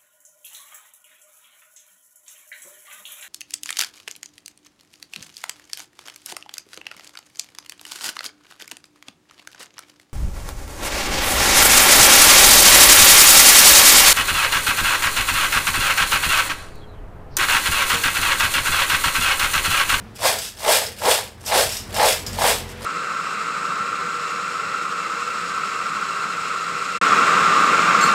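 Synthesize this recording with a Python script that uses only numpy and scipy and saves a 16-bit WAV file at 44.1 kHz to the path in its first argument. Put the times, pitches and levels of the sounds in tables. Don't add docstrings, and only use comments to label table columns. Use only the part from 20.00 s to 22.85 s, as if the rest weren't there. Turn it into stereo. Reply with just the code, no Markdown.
import sys
import numpy as np
from scipy import signal
from scipy.fft import rfft, irfft
from scipy.io import wavfile

SR = 44100
rng = np.random.default_rng(int(sys.argv[2]) if len(sys.argv) > 2 else 0)


def wrap_up_sound(samples):
    columns = np.atleast_2d(samples).T
    tamed = np.clip(columns, -1, 1)
    steps = np.round(tamed * 32767).astype(np.int16)
    wavfile.write(sys.argv[1], SR, steps)


N = 125685

# frequency in Hz, relative level in dB.
FLAME_HZ_DB = [(20, -35), (40, -17), (60, 0), (110, 3), (155, -10.5), (210, -1), (280, -10), (600, -16.5),
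               (1500, -21.5), (3000, -33.5), (6000, -40), (16000, -49)]
EXHAUST_HZ_DB = [(25, -26), (70, 6.5), (130, -2), (300, -5), (700, -8), (2000, -10.5), (5000, -20.5),
                 (16000, -42)]
CLINK_HZ_DB = [(200, -25), (1500, -9), (2800, -5), (4200, -1), (5200, 11), (6300, 0), (8000, 4.5),
               (9500, -8.5), (13000, -5), (16000, -13)]
SKITTER_HZ_DB = [(200, -26), (1500, -7), (2200, -8), (2800, 0), (4200, -3), (5200, 0.5), (6300, -5),
                 (8000, -0.5), (9500, -9.5), (13000, -11), (16000, -18)]
KNOCK_HZ_DB = [(100, -29), (200, -26), (340, -20), (450, -13), (660, 1.5), (850, 0.5), (1080, -1),
               (1300, -7), (2200, -10.5), (5000, -16), (16000, -54)]
THUD_HZ_DB = [(60, -24.5), (180, -25), (290, -14), (350, -13.5), (425, -1), (540, 3.5), (670, 1),
              (800, -14), (1500, -19.5), (8000, -62)]
CLATTER_HZ_DB = [(150, -49), (450, 7.5), (1200, -3), (2000, -2.5), (3000, 1), (4200, -1.5), (5100, 1.5),
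                 (6300, -4.5), (8000, -0.5), (9500, -8), (12500, -8.5), (16000, -12.5)]
# frequency in Hz, gain over the left in dB.
RIGHT_MIC_HZ_DB = [(100, -3), (350, -1), (600, -1), (1200, 0), (7000, 0), (8200, -1), (9200, 4.5),
                   (13000, 4.5), (16000, -5)]
# time in seconds, relative level in dB.
FLAME_S_DB = [(0, 2), (.3, 1), (.55, -3), (.9, -0.5), (1.15, -4), (1.4, -1.5), (1.8, 1.5), (2.85, 0.5)]
ENGINE_S_DB = [(0, -51), (.9, -54.5), (1.2, -59), (1.6, -46), (1.9, -44), (2.15, -43), (2.3, -38.5),
               (2.85, -40.5)]
# time in seconds, firing rate in Hz.
FIRING_S_HZ = [(0, 42.4), (1.8, 42), (2.3, 45.2), (2.7, 43.3), (2.85, 46)]
# multiple of the firing rate, relative level in dB.
ENGINE_ORDER_DB = [(1, -1), (2, -1), (3, -8), (4, -13.5), (5, -6.5), (9, -11), (11, -9)]
# start in seconds, relative level in dB.
CLINKS_S_DB = [(0.154, -24), (0.253, -2), (0.3872, -1), (0.4423, -11.5), (.594, -19), (.720, -3),
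               (0.8645, -8), (0.987, -17.5), (1.454, -21.5), (1.4628, -10), (1.4759, -6), (1.693, -9),
               (1.723, -7), (1.7689, -3.5), (1.944, -6), (2.123, -3), (2.265, -7), (2.269, -8), (2.28, -15),
               (2.331, -13)]
KNOCKS_S_DB = [(.255, -6), (0.647, -4.5), (0.68, 0), (.82, -10.5), (1.018, -8.5), (1.186, -10),
               (1.963, -11.5), (2.386, -4.5), (2.418, -0.5)]
# middle in seconds, relative level in dB, length in seconds.
SLIDE_SWELLS = [(0.161, -36, .012), (.205, -33, .025), (0.441, -27, .08), (0.607, -31, .028),
                (0.994, -34, .022), (1.035, -26, .015), (1.411, -45, .03), (1.483, -23, .04),
                (1.73, -26, .1), (1.899, -45.5, .05), (1.968, -24, 0.035), (2.309, -38.5, .08),
                (2.408, -23, 0.024), (2.701, -37.5, 0.036)]
# peak time in seconds, relative level in dB, rise in dB/s, fall in dB/s.
WALL_SWELLS = [(.26, -17, 480, 220), (.692, -16, 350, 210), (1.068, -16, 560, 170), (1.54, -14.5, 400, 180),
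               (2.018, -13, 370, 260), (2.44, -15, 400, 210), (2.88, -22.5, 400.5, 190)]
THUD_SWELLS = [(.255, -20, 1000, 650), (.688, -19, 600, 290), (1.08, -18.5, 320, 280),
               (1.583, -19, 320, 220), (2.06, -18, 239.5, 240), (2.472, -22, 230, 340),
               (2.87, -26, 502, 257)]
COLLAPSE_SWELLS = [(.27, -14.5, 420, 195), (.732, -12.5, 225, 175), (1.11, -13.5, 260, 205),
                   (1.58, -14, 260, 190), (2.078, -14, 190, 210), (2.485, -14.5, 205, 235),
                   (2.93, -17.5, 260, 200)]
# frequency in Hz, relative level in dB, T60 in seconds.
POT_MODES = [(426, -6.5, 0.097), (463, -13, 0.12), (530, -6.5, 0.16), (602, -1.5, 0.094), (671, 5.5, 0.13),
             (742.7, 3.5, 0.15), (808, -1, 0.11), (861.5, 2, 0.13), (953, 1.5, .14), (1075.7, 0, 0.1),
             (1354, -4, .14), (1673, -8, 0.15), (2057, -9.5, 0.09), (2857, -18, 0.064)]


def undb(db):
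    return 10 ** (np.asarray(db) / 20)


def unit(x):
    return x / np.sqrt(np.sum(x ** 2, axis=-1, keepdims=True))


def fade(t60_s, size):
    return np.exp(-np.log(1000) * np.arange(size) / SR / t60_s)


def burst(t60_s, shape):
    noise = rng.standard_normal(shape)
    return unit(noise * fade(t60_s, noise.shape[-1]))


def convolve(x, response):
    return signal.fftconvolve(np.atleast_2d(x), np.atleast_2d(response), axes=-1)[:, :N]


def colour(hz_db, size=2048):
    hz, db = np.array(hz_db, float).T
    bins_hz = np.arange(size // 2 + 1) * SR / size
    gain = undb(np.interp(np.log(bins_hz + 1), np.log(hz), db))
    cepstrum = irfft(np.log(gain))
    cepstrum[1:size // 2] *= 2
    cepstrum[size // 2 + 1:] = 0
    return irfft(np.exp(rfft(cepstrum)))


def curve(t, points):
    return np.interp(t, *np.array(points).T)


def wander(rate_hz):
    return np.interp(np.arange(N) / SR * rate_hz, np.arange(400), rng.standard_normal(400))


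def rumble(hz_db, split_hz=900):
    mid, side = convolve(rng.standard_normal((2, N)), unit(colour(hz_db)))
    side = signal.lfilter(*signal.butter(1, split_hz, "high", fs=SR), side)
    return np.array([mid + side, mid - side])


def burner(t, gain_db=-42.5, flutter_db=3.5):
    return rumble(FLAME_HZ_DB) * undb(gain_db + curve(t, FLAME_S_DB) + flutter_db * wander(11.36))


def engine(t, exhaust_db=1.5, flutter_db=2.2):
    firing_hz = curve(t, FIRING_S_HZ) * (1 + 0.0031 * wander(7.95))
    phase = 2 * np.pi * np.cumsum(firing_hz) / SR
    tones = 0
    for order, db in ENGINE_ORDER_DB:
        amplitude = np.sqrt(2) * undb(db + flutter_db * wander(8.97))
        tones += amplitude * np.sin(order * phase + 2 * np.pi * rng.random())
    return (tones + undb(exhaust_db) * rumble(EXHAUST_HZ_DB)) * undb(curve(t, ENGINE_S_DB))


def cavity(size, t60_s=0.041):
    return burst(t60_s, (2, size))


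def corner(x, wet_db, cavity_db, split_hz=4000, size=SR // 2):
    low, high = rng.standard_normal((2, 2, size))
    lowpass = signal.butter(1, split_hz, fs=SR)
    bass = signal.lfilter(*lowpass, low) * fade(.35, size)
    treble = (high - signal.lfilter(*lowpass, high)) * fade(.25, size)
    tail = unit((bass + treble) * (1 - fade(.01, size)))
    response = undb(cavity_db) * cavity(size) + undb(wet_db) * tail
    response[:, 0] += 1
    return convolve(x, unit(response))


def clinks(gain_db=6.5, bounce_s=.002, bounce_db=-4, crack_t60_s=.0059, echo_db=-1, size=2048):
    strikes = 0
    for start_s, db in CLINKS_S_DB:
        blows = np.zeros(N)
        blows[int(start_s * SR)] = undb(db)
        rebound_s = start_s + bounce_s * rng.uniform(.5, 2)
        blows[int(rebound_s * SR)] += undb(db + bounce_db)
        crack = unit(burst(crack_t60_s, (2, size)) + undb(echo_db) * cavity(size))
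        strikes += convolve(blows, crack)
    bright = convolve(strikes, unit(colour(CLINK_HZ_DB)))
    return undb(gain_db) * corner(bright, wet_db=-0.5, cavity_db=-7)


def impacts(power, peak_per_s, thinning=.3, range_db=12):
    chance = peak_per_s / SR * (power / power.max() + 1e-9) ** thinning
    jitter, softness, sign = rng.random((8000, 3)).T
    starts = np.searchsorted(np.cumsum(chance), np.arange(len(jitter)) + 2 * jitter)
    strength = undb(-range_db * softness) * np.sign(sign - .5)
    hits = np.bincount(starts, strength / np.sqrt(np.mean(strength ** 2)), N + 1)[:N]
    return hits * np.sqrt(power / chance)


def placed(response, max_lag_s):
    lag = rng.uniform(-0.9, 1) * max_lag_s * SR / 2
    size = len(response) + 256
    delay_samples = 64 + np.array([[lag], [-lag]])
    shift = np.exp(-2j * np.pi * np.arange(size // 2 + 1) * delay_samples / size)
    return irfft(rfft(response, size) * shift)


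def shell(t, t60_at_5khz_s=.021, crack_t60_s=.0073, crack_db=-1.5, cavity_db=-2, count=9, size=2048):
    hz = 1200 + 14000 * (np.arange(count) + rng.random(count))[:, None] / count
    modes = unit(np.sin(2 * np.pi * hz * t[:size]) * fade(t60_at_5khz_s * np.sqrt(5000 / hz), size))
    click = unit(unit(modes.sum(axis=0)) + undb(crack_db) * burst(crack_t60_s, size))
    click = placed(click, max_lag_s=.00014)
    return unit(click + undb(cavity_db) * cavity(click.shape[1]))


def rattle(t, power, hz_db, peak_per_s, shells):
    hits = impacts(power, peak_per_s)
    struck = rng.integers(0, shells, N)
    clicks = sum(convolve(hits * (struck == k), shell(t)) for k in range(shells))
    return convolve(clicks, unit(colour(hz_db)))


def sliding(t, gain_db=-1.5):
    power = sum(undb(db) ** 2 * np.exp(-(2 * (t - middle_s) / length_s) ** 2)
                for middle_s, db, length_s in SLIDE_SWELLS)
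    skitter = rattle(t, power, SKITTER_HZ_DB, peak_per_s=1200, shells=20)
    return undb(gain_db) * corner(skitter, wet_db=-6, cavity_db=-6.5)


def swells(t, rows, round_s):
    power = 0
    for peak_s, db, rise, fall in rows:
        distance_s = np.hypot(t - peak_s, round_s) - round_s
        power += undb(db - np.where(t < peak_s, rise, fall) * distance_s) ** 2
    return power


def knocking(hits, hz_db, t60_s=.02, spots=20, size=2048):
    struck = rng.integers(0, spots, N)
    tone = colour(hz_db)
    knocks = 0
    for k in range(spots):
        knock = unit(signal.fftconvolve(burst(t60_s, size), tone)[:size])
        knocks += convolve(hits * (struck == k), placed(knock, max_lag_s=.00032))
    return knocks


def wall_ring(t, hits, width=.56, spots=8, size=SR // 4):
    struck = rng.integers(0, spots, N)
    modes = np.array([undb(db) * unit(np.sin(2 * np.pi * hz * t[:size]) * fade(t60_s, size))
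                      for hz, db, t60_s in POT_MODES])
    ringing = 0
    for k in range(spots):
        mid, side = rng.standard_normal((2, len(modes)))
        weights = np.array([mid + width * side, mid - width * side])
        ringing += convolve(hits * (struck == k), unit(weights @ modes))
    return ringing


def drumming(t, lone_db=11, ring_db=-4, knock_db=-1.5, thud_db=-0.5):
    wall_hits = impacts(swells(t, WALL_SWELLS, round_s=.022), peak_per_s=800)
    for start_s, db in KNOCKS_S_DB:
        wall_hits[int(start_s * SR)] += undb(db + lone_db)
    bottom_hits = impacts(swells(t, THUD_SWELLS, round_s=.012), peak_per_s=600)
    pot = undb(ring_db) * wall_ring(t, wall_hits)
    pot += undb(knock_db) * knocking(wall_hits, KNOCK_HZ_DB)
    pot += undb(thud_db) * knocking(bottom_hits, THUD_HZ_DB)
    return corner(pot, wet_db=-11, cavity_db=-9)


def clatter(t):
    power = swells(t, COLLAPSE_SWELLS, round_s=.03)
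    clicks = rattle(t, power, CLATTER_HZ_DB, peak_per_s=1800, shells=48)
    return corner(clicks, wet_db=-6, cavity_db=-7.5)


def scene():
    t = np.arange(N) / SR
    return burner(t) + engine(t) + clinks() + sliding(t) + drumming(t) + clatter(t)


def record(dry):
    right = convolve(dry[1], colour(RIGHT_MIC_HZ_DB))[0]
    lowpass = signal.ellip(10, .2, 80, 15700, fs=SR, output="sos")
    return signal.sosfilt(lowpass, np.clip([dry[0], right], -1, 1))


dry = scene()
out = record(dry)
wrap_up_sound(out)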